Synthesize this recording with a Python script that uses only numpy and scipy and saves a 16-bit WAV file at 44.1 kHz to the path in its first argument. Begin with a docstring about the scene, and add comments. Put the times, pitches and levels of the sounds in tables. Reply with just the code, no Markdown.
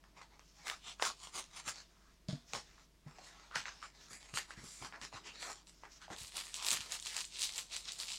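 """At a table in a small, hard-walled room with a faint hum, scissors cut the top off a padded paper mailer.
The scissors are put down; fingers spread the mailer, dig in it and pull out a small plastic bag.
The mailer is tossed aside and the bag is crinkled. One microphone channel; most direct sound tops its echoes.
Both sheets sound by friction and by buckling: a few loud snaps over many tiny ones, each answered by the room."""
import sys
import numpy as np
from scipy import signal
from scipy.fft import rfft, irfft, next_fast_len
from scipy.io import wavfile
from scipy.ndimage import uniform_filter1d, map_coordinates

SR = 44100
rng = np.random.default_rng(int(sys.argv[2]) if len(sys.argv) > 2 else 0)


def inscribe(sig):
    """Save sig as 16-bit PCM at rate SR to the path in sys.argv[1].

    A 1-D sig is mono; a 2-D sig holds one channel per row.
    Samples are clipped to [-1, 1] before scaling.
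    """
    pcm = np.round(np.clip(np.atleast_2d(sig).T, -1, 1) * 32767)
    wavfile.write(sys.argv[1], SR, pcm.astype(np.int16))


N = 360940
TIME = np.arange(N) / SR  # s
FLEX_HZ, FIZZ_HZ, SPARKLE_HZ = 2200, 7800, 11000  # band edges: panels flex below, creases fizz and sparkle above
CRACK_LIFE_S = 0.0007  # a crease flips almost at once
SNAP_WET_DB = -3  # the walls' answer to a snap


def amp(db):
    """Decibels to amplitude."""
    return 10 ** (np.asarray(db) / 20)


def unit(x):
    """Scale a sound to rms 1."""
    return x / np.sqrt(np.mean(x ** 2) + 1e-20)


def along(points, hz):
    """Read a curve of (Hz, value) points on a log frequency axis."""
    point_hz, values = np.transpose(points)
    return np.interp(np.log(hz + 1), np.log(point_hz), values)


def wobble(rate):
    """A smooth random curve, rate knots a second."""
    knots = rng.standard_normal(int(N * rate / SR) + 4)
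    return map_coordinates(knots, [TIME * rate])


def add(track, start_s, sound):
    """Mix a sound into a track from start_s."""
    part = track[max(round(start_s * SR), 0):][:len(sound)]
    part += sound[:len(part)]


def below(hz, edge_hz):
    """Gain of a steep low-pass."""
    return 1 / np.sqrt(1 + (hz / edge_hz) ** 10)


def above(hz, edge_hz):
    """Gain of the matching high-pass."""
    return np.sqrt(1 - below(hz, edge_hz) ** 2)


def bell(hz, pitch_hz, q):
    """Gain of one damped resonance; a higher q is narrower."""
    return 1 / np.sqrt(1 + (q * (hz / pitch_hz - pitch_hz / (hz + 1))) ** 2)


def colour(x, gain, size=4096):
    """Causal (minimum-phase) filter with a given gain over frequency."""
    hz = np.fft.rfftfreq(size, 1 / SR)
    cepstrum = irfft(np.log(np.maximum(gain(hz), 1e-6)))
    # fold the cepstrum onto positive time so the response starts at once
    cepstrum[1:size // 2] *= 2
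    cepstrum[size // 2 + 1:] = 0
    response = irfft(np.exp(rfft(cepstrum)))
    return signal.fftconvolve(x, response)[:len(x)]


# how long the small room rings: pitch_hz [Hz], t60_s [s]
ROOM_DECAY = [(150, 0.23), (1000, 0.16), (5000, 0.27), (14000, 0.19)]


def room_tail(gap_s=0.0013, build_s=0.0045, size=8192):
    """The walls' answer, energy 1: a short gap, a swell of echoes, then decay."""
    hz, t, z = signal.stft(rng.standard_normal(size), SR, nperseg=256)
    decay = amp(-60 * t / along(ROOM_DECAY, hz)[:, None])
    tail = signal.istft(z * decay, SR, nperseg=256)[1][:size]
    since_gap = np.maximum(np.arange(size) / SR - gap_s, 0)
    tail = tail * (1 - np.exp(-since_gap / build_s))
    return tail / np.linalg.norm(tail)


def in_room(x, wet_db):
    """A sound plus its echoes off the walls."""
    return x + amp(wet_db) * signal.fftconvolve(x, room_tail())[:len(x)]


def shifting(x, depth_db):
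    """A bending sheet's resonances come and go, in narrow and in wide patches of pitch."""
    z = signal.stft(x, nperseg=1024)[2]

    def patches(bins):
        noise = uniform_filter1d(rng.standard_normal(z.shape), bins, axis=0)
        return unit(uniform_filter1d(noise, size=7, axis=1))

    change_db = depth_db * (patches(bins=3) + 3.2 * patches(bins=14))
    return signal.istft(z * amp(change_db), nperseg=1024)[1][:N]


def crackle(rate, spread_db, friction_db):
    """Tiny buckles of very uneven size, rate a second, over a wash of friction; rms 1."""
    sizes = amp(spread_db * np.minimum(rng.exponential(size=N), 4))
    happens = rng.random(N) < rate / SR
    ticks = happens * sizes * rng.choice([-1, 1], N)
    return unit(unit(ticks) + amp(friction_db) * rng.standard_normal(N))


def swells(rows, rise, fall):
    """Each movement builds up, holds and dies away at fixed dB per s; overlapping ones add in power."""
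    power = np.zeros(N)
    for start_s, length_s, level_db in rows:
        t = np.arange(-SR // 7, length_s * SR + SR // 4) / SR
        slope_db = rise * np.maximum(-t, 0) + fall * np.maximum(t - length_s, 0)
        shape = amp(level_db - slope_db) ** 2
        add(power, start_s + t[0], shape[start_s + t >= 0])
    return np.sqrt(power)


def effort(rows, rise, fall):
    """How strongly a series of movements makes a sheet scrape, flex and fizz."""
    scrape = swells([(s, length, db) for s, length, db, _, _ in rows], rise, fall)
    flex = swells([(s, length, db + flex_db) for s, length, db, flex_db, _ in rows], rise, fall)
    fizz = swells([(s, length, db + fizz_db) for s, length, db, _, fizz_db in rows], rise, fall)
    return np.array([scrape, flex, fizz])


def rustle(drive, spectrum, grain, hard_db, steepness, unsteady_db):
    """Whole panels flex low, surfaces scrape higher, creases fizz; hard strokes sparkle more at the very top."""
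    scrape, flex, fizz = drive
    sparkle = fizz * np.clip(fizz / amp(hard_db), 0.26, 1.9) ** steepness
    size = next_fast_len(N)
    hz = np.fft.rfftfreq(size, 1 / SR)
    sheet = rfft(colour(grain, lambda f: amp(along(spectrum, f))), size)

    def band(gain):
        return irfft(sheet * gain ** 2, size)[:N]

    low = unit(band(below(hz, FLEX_HZ))) * flex
    middle = unit(band(above(hz, FLEX_HZ) * below(hz, FIZZ_HZ))) * scrape
    treble, top = band(above(hz, FIZZ_HZ)), band(above(hz, SPARKLE_HZ))
    high = ((treble - top) * fizz + top * sparkle) / np.std(treble)
    return (low + middle + high) * amp(unsteady_db * wobble(70))


def dip_before(rows, dip_db, approach_s=0.035):
    """Lower the rustle briefly ahead of each snap, so the snap starts out of a quieter sound."""
    nearness, t = np.zeros(N), np.arange(-SR // 8, 0) / SR
    for start_s, *_ in rows:
        add(nearness, start_s + t[0], np.exp(t[start_s + t >= 0] / approach_s))
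    return amp(-dip_db * np.minimum(nearness, 1))


def snap(gain, life_s, wet_db, dull_hz, ring_db=-3, ring_life_s=0.0029, size=8192):
    """One burst of a few milliseconds and the room's answer; only the walls return its highest treble."""
    t = np.arange(size) / SR
    noise = rng.standard_normal(size) * np.exp(-t / life_s)
    burst = colour(noise, lambda hz: gain(hz) * below(hz, dull_hz))
    # a short random burst colours the echo, differently for every snap
    ring = rng.standard_normal(size) * np.exp(-t / ring_life_s)
    ring /= np.linalg.norm(ring)
    tail = room_tail()[:size]
    coloured_tail = tail + amp(ring_db) * signal.fftconvolve(tail, ring)[:size]
    echo = colour(coloured_tail, gain)
    to_3_ms = np.sqrt(0.003 * SR / size)  # the burst's level is its rms over 3 ms
    return (unit(burst) + amp(wet_db) * unit(echo)) * to_3_ms


def snaps(rows, spectrum, pop_life_s, pop_q, dull_hz):
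    """A crease flips: the panel pops at its own pitch while its edge cracks."""
    out = np.zeros(N)

    def sheet(hz):
        return amp(along(spectrum, hz))

    for start_s, pop_db, pop_hz, crack_db in rows:
        def pop_gain(hz):
            return sheet(hz) * bell(hz, pop_hz, pop_q) * below(hz, 3480)

        def crack_gain(hz):
            return sheet(hz) * above(hz, FLEX_HZ)

        pop = snap(pop_gain, pop_life_s, SNAP_WET_DB, dull_hz)
        crack = snap(crack_gain, CRACK_LIFE_S, SNAP_WET_DB, dull_hz)
        add(out, start_s, amp(pop_db) * pop + amp(crack_db) * crack)
    return out


def struck(blows, modes, vary_db, detune, attack_s):
    """Each blow rings the same modes at slightly new strengths and pitches."""
    out, t = np.zeros(N), np.arange(SR // 2) / SR
    for start_s, blow_db in blows:
        ring = np.zeros(len(t))
        for pitch_hz, level_db, t60_s in modes:
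            fading = amp(level_db + vary_db * rng.normal() - 60 * t / t60_s)
            ring += fading * np.sin(2 * np.pi * pitch_hz * (1 + detune * rng.normal()) * t)
        add(out, start_s, amp(blow_db) * ring * (1 - np.exp(-t / attack_s)))
    return out


# spectrum of the quiet room's hiss: pitch_hz [Hz], level_db [dB per Hz, relative]
ROOM_HISS = [(12, -38), (20, -2), (55, -4.5), (76, -5), (101, -12), (167, -2.5), (234, -12), (318, -9.5),
             (556, -20), (676, -11.5), (756, -30), (895, -17.5), (1290, -22.5), (5060, -24), (15900, -37)]


def room_tone():
    """Faint hiss and the low, wavering hum of an appliance."""
    hiss = unit(colour(rng.standard_normal(N), lambda hz: amp(along(ROOM_HISS, hz))))
    phase = 2 * np.pi * 48.7 * TIME + 0.36 * wobble(2.4)
    hum = np.sin(phase) * amp(0.31 * wobble(5.7))
    return amp(-69.5) * hiss + amp(-67.0) * hum


# paper fibres part and creases buckle: start_s [s], pop_db [dB], pop_hz [Hz], crack_db [dB]
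PAPER_FLIPS = [(0.0395, -59.5, 1220, -68), (0.215, -51.5, 1010, -64), (0.3941, -56.5, 1130, -57),
               (0.6702, -42, 1710, -47), (0.6813, -45, 1600, -40), (0.6995, -41, 1450, -38.5),
               (0.7137, -42, 1270, -59), (0.9973, -41.5, 1310, -62), (1.024, -28.5, 1360, -32.5),
               (1.0515, -35.5, 1100, -34.5), (1.2714, -51, 990, -56), (1.378, -46, 1170, -48),
               (1.4407, -72, 1620, -52.5), (1.6785, -49, 1440, -44), (1.7581, -63, 1140, -52),
               (1.802, -60, 1310, -59), (2.5345, -39.5, 820, -36.5), (2.5501, -39, 860, -54),
               (2.7802, -60, 1350, -74), (3.1849, -50.5, 676, -63), (3.5119, -50, 1370, -72),
               (3.5564, -33.5, 1490, -36.5), (3.5586, -32.5, 1620, -43), (3.6556, -39, 1580, -50),
               (3.6819, -42.5, 1540, -53), (3.8267, -43.5, 1370, -59), (4.1302, -62, 1600, -57),
               (4.3397, -45.5, 1210, -46), (4.373, -32.5, 1390, -37), (4.5063, -43, 1510, -56),
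               (4.824, -45.5, 1010, -63), (4.8473, -50, 1150, -49.5), (4.9247, -47, 1460, -70),
               (5.0148, -51.5, 1130, -48.5), (5.1268, -48.5, 1020, -66), (5.2702, -66, 2590, -55),
               (5.4272, -43, 1720, -43.5), (5.5005, -47, 1170, -59), (5.6705, -76, 2440, -57),
               (5.8354, -46, 1000, -76), (6.0805, -48.5, 720, -72), (6.1028, -46, 960, -69)]
# fingers shift, spread, dig in and toss the mailer; levels before the dip that dip_before() puts ahead of each snap:
# start_s [s], length_s [s], level_db [dB], flex_db [dB, relative], fizz_db [dB, relative]
MAILER_STROKES = [(0.043, 0.054, -80, 8, -20), (0.175, 0.055, -64, 1.5, -15), (0.316, 0.049, -72.5, 2, -23),
                  (0.592, 0.05, -68, 5.5, -14), (1.745, 0.05, -54, -6, -15.5), (1.9, 0.22, -78.5, 3.5, -15),
                  (2.547, 0.014, -46.5, -1.5, -9.5), (2.665, 0.16, -71, 1, -19),
                  (3.075, 0.14, -70.5, 8, -9), (3.158, 0.39, -65, 0.5, -18), (3.241, 0.042, -60, -5, -5.5),
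                  (3.56, 0.017, -43, -6.5, -13.5), (3.67, 0.0086, -48.5, -4, -40),
                  (3.736, 0.089, -63, -2.5, -15), (3.835, 0.025, -60, -1, -8),
                  (3.95, 0.13, -66.5, -1.5, -14), (4.109, 0.044, -60, 3, 3), (4.209, 0.11, -63.5, 0, -6.5),
                  (4.356, 0.018, -44, -8.5, -1.5), (4.495, 0.021, -60, 4.5, -4),
                  (4.583, 0.087, -63, 1.5, -2), (4.647, 0.19, -60.5, -11, 2), (4.82, 0.041, -51.5, 1, -8),
                  (4.937, 0.032, -63.5, 9, -24), (5.023, 0.03, -52.5, -1, -9.5), (5.141, 0.03, -53, 0, -16),
                  (5.258, 0.025, -54.5, -1, -14), (5.343, 0.092, -58, 0, -21),
                  (5.412, 0.093, -50, -1, -4.5), (5.55, 0.047, -64.5, -7, -15), (5.676, 0.023, -65, -8, -2),
                  (5.839, 0.02, -67, 9.5, -17), (6.022, 0.026, -57, -6, -14), (6.113, 0.026, -57, 5, -5)]
# spectra of rubbed and of snapping paper: pitch_hz [Hz], level_db [dB per Hz, relative]
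PAPER_RUB_COLOUR = [(90, -41), (160, -18), (350, -9), (520, -11), (780, -5), (1150, -2.5), (1500, -4.5),
                    (2200, -3), (3200, -3), (4300, 2), (7400, -5), (10000, -20.5), (12000, -29.5),
                    (16000, -47)]
PAPER_SNAP_COLOUR = [(150, -12.5), (500, 0), (800, 0), (1250, -4), (2000, -5), (2800, -2.5), (4300, -4),
                     (6000, -5.5), (8000, -13), (10500, -21.5), (16000, -28)]


def mailer():
    """Stiff paper: dense fibre noise, hollow pops, dragging fingers, cuts and glides."""
    fibres = shifting(crackle(rate=500, spread_db=7.0, friction_db=5.5), depth_db=1.0)
    grain = in_room(fibres, wet_db=-7)
    drive = effort(MAILER_STROKES, rise=720, fall=293)
    rubbing = rustle(drive, PAPER_RUB_COLOUR, grain, hard_db=-56, steepness=0.49, unsteady_db=-0.5)
    pops = snaps(PAPER_FLIPS, PAPER_SNAP_COLOUR, pop_life_s=0.0012, pop_q=2.8, dull_hz=9500)
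    return (rubbing + cutting()) * dip_before(PAPER_FLIPS, dip_db=3.5) + pops + drags() + glides()


# a finger drags on a taut panel: middle_s [s], half_s [s], level_db [dB], pitch_hz [Hz]
FINGER_DRAGS = [(0.191, 0.021, -62.5, 2230), (0.2, 0.027, -62, 1010), (0.884, 0.032, -52, 3150),
                (3.565, 0.022, -43, 1390), (3.845, 0.014, -54, 1240), (4.585, 0.018, -59.5, 1880),
                (4.95, 0.011, -52.5, 1700), (5.29, 0.026, -54, 2760), (6.037, 0.019, -57, 1480),
                (6.614, 0.024, -53, 1030)]


def drags(q=5.0, rough_db=2, size=16384):
    """Short swells of friction through one panel resonance, at the panel's own pitch."""
    out, t = np.zeros(N), (np.arange(size) - size // 2) / SR
    for middle_s, half_s, level_db, pitch_hz in FINGER_DRAGS:
        friction = unit(colour(rng.standard_normal(size), lambda hz: bell(hz, pitch_hz, q / 2) ** 2))
        swell = np.exp(-(t / half_s) ** 2 / 2)
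        add(out, middle_s + t[0], friction * amp(level_db) * swell)
    return out * amp(rough_db * wobble(200))


# the mailer glides lightly over a smooth surface: start_s [s], length_s [s], level_db [dB]
LIGHT_GLIDES = [(0.45, 0.074, -69.5), (0.56, 0.12, -66), (1.8, 0.36, -77.5), (2.493, 0.045, -59),
                (2.65, 0.2, -72), (4.015, 0.045, -62), (4.68, 0.13, -61), (5.74, 0.12, -69.5),
                (5.92, 0.058, -61)]
# spectrum of the gliding hiss: pitch_hz [Hz], level_db [dB per Hz, relative]
GLIDE_HISS = [(500, -12.5), (1200, -7.5), (2800, -6), (4200, -5), (5500, 2.5), (7000, -3.5), (9000, -20.5),
              (14000, -25)]


def glides():
    """Light sliding bends no fibres: only a thin, smooth hiss."""
    contact = crackle(rate=1100, spread_db=4, friction_db=4)
    hiss = unit(colour(contact, lambda hz: amp(along(GLIDE_HISS, hz))))
    return hiss * swells(LIGHT_GLIDES, rise=430, fall=500)


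# the blades close and shear the paper: start_s [s], length_s [s], level_db [dB]
BLADE_CUTS = [(0.669, 0.03, -44), (1.025, 0.045, -40), (1.353, 0.042, -44), (1.675, 0.021, -43)]
# the blades reopen and slide on along the slit:
# start_s [s], length_s [s], level_db [dB], flex_db [dB, relative], fizz_db [dB, relative]
BLADE_SLIDES = [(0.878, 0.041, -51.5, -5.5, -12.5), (1.235, 0.039, -53.5, -5, -7),
                (1.568, 0.026, -51.5, -2.5, -9.5)]
# spectrum of sheared paper: pitch_hz [Hz], level_db [dB per Hz, relative]
SHEAR_COLOUR = [(90, -47), (160, -16.5), (350, -11), (520, -10.5), (800, -3.5), (1150, 0), (1500, -5.5),
                (2200, -5), (2800, -9.5), (3700, -6.5), (5200, -5.5), (7400, -9.5), (10000, -19.5),
                (12000, -33.5), (16000, -37)]


def cutting(flex_db=-2, fizz_db=-8):
    """Four gritty cuts; between them the blades reopen and slide forward."""
    cuts = [(s, length, db, flex_db, fizz_db) for s, length, db in BLADE_CUTS]
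    closing = effort(cuts, rise=670, fall=345)
    sliding = effort(BLADE_SLIDES, rise=300, fall=370)
    fibres = shifting(crackle(rate=700, spread_db=2.5, friction_db=-1), depth_db=1.0)
    grain = in_room(fibres, wet_db=-6)
    drive = np.hypot(closing, sliding)
    return rustle(drive, SHEAR_COLOUR, grain, hard_db=-59, steepness=0.7, unsteady_db=0.6)


# the padded mailer and the hands bump softly: start_s [s], level_db [dB], pitch_hz [Hz]
SOFT_BUMPS = [(1.053, -59, 230), (1.672, -54.5, 130), (2.534, -47.5, 153), (3.559, -52.5, 105),
              (4.108, -59.5, 180), (4.332, -50, 134), (4.574, -51.5, 115), (4.629, -53.5, 150),
              (4.813, -50, 160), (5.011, -57, 141), (5.134, -53.5, 135), (6.1, -53, 85),
              (6.105, -48.5, 333), (6.21, -53, 74.4), (6.721, -53, 110), (6.789, -55.5, 84.4)]


def bumps(attack_s=0.0012, t60_s=0.19, q=1.14, size=12000):
    """Soft contacts give a dull puff with no ring."""
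    out, t = np.zeros(N), np.arange(size) / SR
    for start_s, level_db, pitch_hz in SOFT_BUMPS:
        noise = rng.standard_normal(size)
        puff = unit(colour(noise, lambda hz: below(hz, 4 * pitch_hz) * bell(hz, pitch_hz, q)))
        fading = amp(level_db - 60 * t / t60_s) * (1 - np.exp(-t / attack_s))
        add(out, start_s, puff * fading)
    return out


# the scissors land and rock back, then a hand comes down on the table: start_s [s], level_db [dB]
BLOWS_ON_TABLE = [(2.2865, -32.5), (2.3285, -33.5), (3.063, -46.5)]
# the blades click: start_s [s], level_db [dB]
STEEL_CLICKS = [(2.2855, -40.5), (2.293, -49), (2.31, -49), (2.326, -46)]
# ringing modes of the table top and of the blades: pitch_hz [Hz], level_db [dB, relative], t60_s [s]
TABLE_MODES = [(127, -20, 0.11), (147, 4, 0.097), (180, -1, 0.081), (239.6, -13, 0.19), (280, -10.5, 0.12),
               (462, -22.5, 0.13), (620, -9.5, 0.05)]
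STEEL_MODES = [(3450, -10, 0.027), (3900, -14, 0.02), (4420, -5, .015), (4880, 4, 0.0073),
               (6500, 2.5, 0.0064)]
# the scissors skid as they settle: start_s [s], length_s [s], level_db [dB]
SCISSORS_SKID = [(2.288, 0.02, -52)]
# spectrum of the skid: pitch_hz [Hz], level_db [dB per Hz, relative]
SKID_SPECTRUM = [(410, -43), (700, 3), (745, -8), (1620, -6.5), (2740, -12), (3480, -2.5), (5270, -8),
                 (9140, -19), (14000, -47)]


def scissors():
    """The table top thuds under hard blows and the blades clatter and skid."""
    thuds = struck(BLOWS_ON_TABLE, TABLE_MODES, vary_db=3.5, detune=0.0058, attack_s=0.0047)
    clicks = struck(STEEL_CLICKS, STEEL_MODES, vary_db=2, detune=0.0245, attack_s=0.000084)
    clinks = in_room(clicks, wet_db=-6.0)
    contact = crackle(rate=780, spread_db=5, friction_db=4)
    grit = unit(colour(contact, lambda hz: amp(along(SKID_SPECTRUM, hz))))
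    return thuds + clinks + grit * swells(SCISSORS_SKID, rise=3400, fall=160)


# large creases of the film flip over: start_s [s], pop_db [dB], crack_db [dB]
FILM_FLIPS = [(6.1636, -49, -55), (6.204, -61, -53), (6.2707, -63, -52), (6.3698, -50, -41),
              (6.3799, -42, -55), (6.402, -48, -53), (6.5425, -44, -37.5), (6.5872, -49, -55),
              (6.6, -44.5, -60), (6.6253, -41, -41), (6.6474, -44, -37), (6.6853, -34.5, -30.5),
              (6.706, -50, -28.5), (6.7146, -37, -32), (6.758, -42, -50), (6.8064, -42, -44),
              (6.921, -62, -35), (6.999, -62, -43), (7.0257, -63, -43), (7.06, -48, -41.5),
              (7.0687, -43, -52), (7.166, -45, -35), (7.1787, -48, -42), (7.2063, -60, -38),
              (7.2516, -72, -43.5), (7.3933, -53, -39), (7.4187, -56, -35), (7.4277, -54, -35),
              (7.523, -65, -45), (7.559, -61, -42), (7.5798, -58, -35), (7.7118, -53, -68),
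              (7.765, -59, -37), (7.9205, -63, -40), (7.9897, -59, -43.5), (8.083, -47.5, -50),
              (8.1018, -45, -53)]
# fingers squeeze and turn the bag; levels before the dip that dip_before() puts ahead of each snap:
# start_s [s], length_s [s], level_db [dB], flex_db [dB, relative], fizz_db [dB, relative]
BAG_SQUEEZES = [(6.19, 0.072, -52.5, -9.5, -1.5), (6.363, 0.021, -42, -7.5, -6.5),
                (6.434, 0.076, -54.5, -7, -3.5), (6.55, 0.095, -47.5, -11, -9),
                (6.665, 0.074, -39.5, -5.5, -4), (6.77, 0.11, -52, -7, -10), (6.922, 0.025, -42, -9, -9),
                (7.06, 0.079, -46.5, -10, -8), (7.166, 0.026, -40.5, -9, -10),
                (7.345, 0.04, -46.5, -14.5, -15), (7.405, 0.045, -40, -15, -8),
                (7.49, 0.056, -48, -11.5, -9), (7.57, 0.028, -47, -8.5, -3.5),
                (7.732, 0.032, -45, -9.5, -10.5), (7.875, 0.039, -45.5, -12, -16),
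                (7.994, 0.052, -46.5, -10, -6), (8.085, 0.063, -45, -15.5, -10.5)]
# spectra of rubbed and of snapping film: pitch_hz [Hz], level_db [dB per Hz, relative]
FILM_RUB_COLOUR = [(120, -33.5), (300, -16), (450, -12.5), (700, -9.5), (1000, -6), (1600, -10.5),
                   (2400, -4), (3300, 0), (4100, 2.5), (5900, -1.5), (7700, -1.5), (10000, -8),
                   (12000, -12.5), (16000, -22)]
FILM_SNAP_COLOUR = [(200, -20), (600, -21), (1000, -10), (1700, -24), (2600, -2), (3900, 1.5), (5500, -0.5),
                    (7500, 6), (9500, -2), (12000, -13), (16000, -18)]


def plastic_bag(crinkle_share=0.37, pop_hz=1200):
    """Thin film: brighter crinkles with less friction under them; small panels pop at much the same pitch."""
    fine = shifting(crackle(rate=520, spread_db=3.6, friction_db=3.0), depth_db=0.8)
    # the share is one of power
    mixed = np.sqrt(1 - crinkle_share) * fine + np.sqrt(crinkle_share) * crinkles()
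    grain = in_room(mixed, wet_db=-6)
    drive = effort(BAG_SQUEEZES, rise=420, fall=264)
    rubbing = rustle(drive, FILM_RUB_COLOUR, grain, hard_db=-47.0, steepness=0.75, unsteady_db=1.05)
    creases = [(s, pop_db, pop_hz, crack_db) for s, pop_db, crack_db in FILM_FLIPS]
    pops = snaps(creases, FILM_SNAP_COLOUR, pop_life_s=0.00045, pop_q=0.74, dull_hz=9800)
    return rubbing * dip_before(FILM_FLIPS, dip_db=3.0) + pops


# pitches of long, middling and short creases in the film: pitch_hz [Hz]
CREASE_PITCHES = [2580, 4300, 7700]


def crinkles(rate=75, q=1.23):
    """Separate small creases flip at random, each with the pitch of its size."""
    out = np.zeros(N)
    for pitch_hz in CREASE_PITCHES:
        flips = crackle(rate, spread_db=3.0, friction_db=-27)
        out += unit(colour(flips, lambda hz: bell(hz, pitch_hz, q)))
    return unit(out)


def scene():
    """Everything at the table, on one channel."""
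    return (room_tone() + mailer() + bumps() + scissors() + plastic_bag())[None]


def record(dry):
    """The microphone's signal keeps nothing above its band limit."""
    top_hz = 15900
    size = next_fast_len(N + SR // 2)
    kept = np.fft.rfftfreq(size, 1 / SR) < top_hz
    return irfft(rfft(dry, size) * kept, size)[..., :N]


dry = scene()
out = record(dry)
inscribe(out)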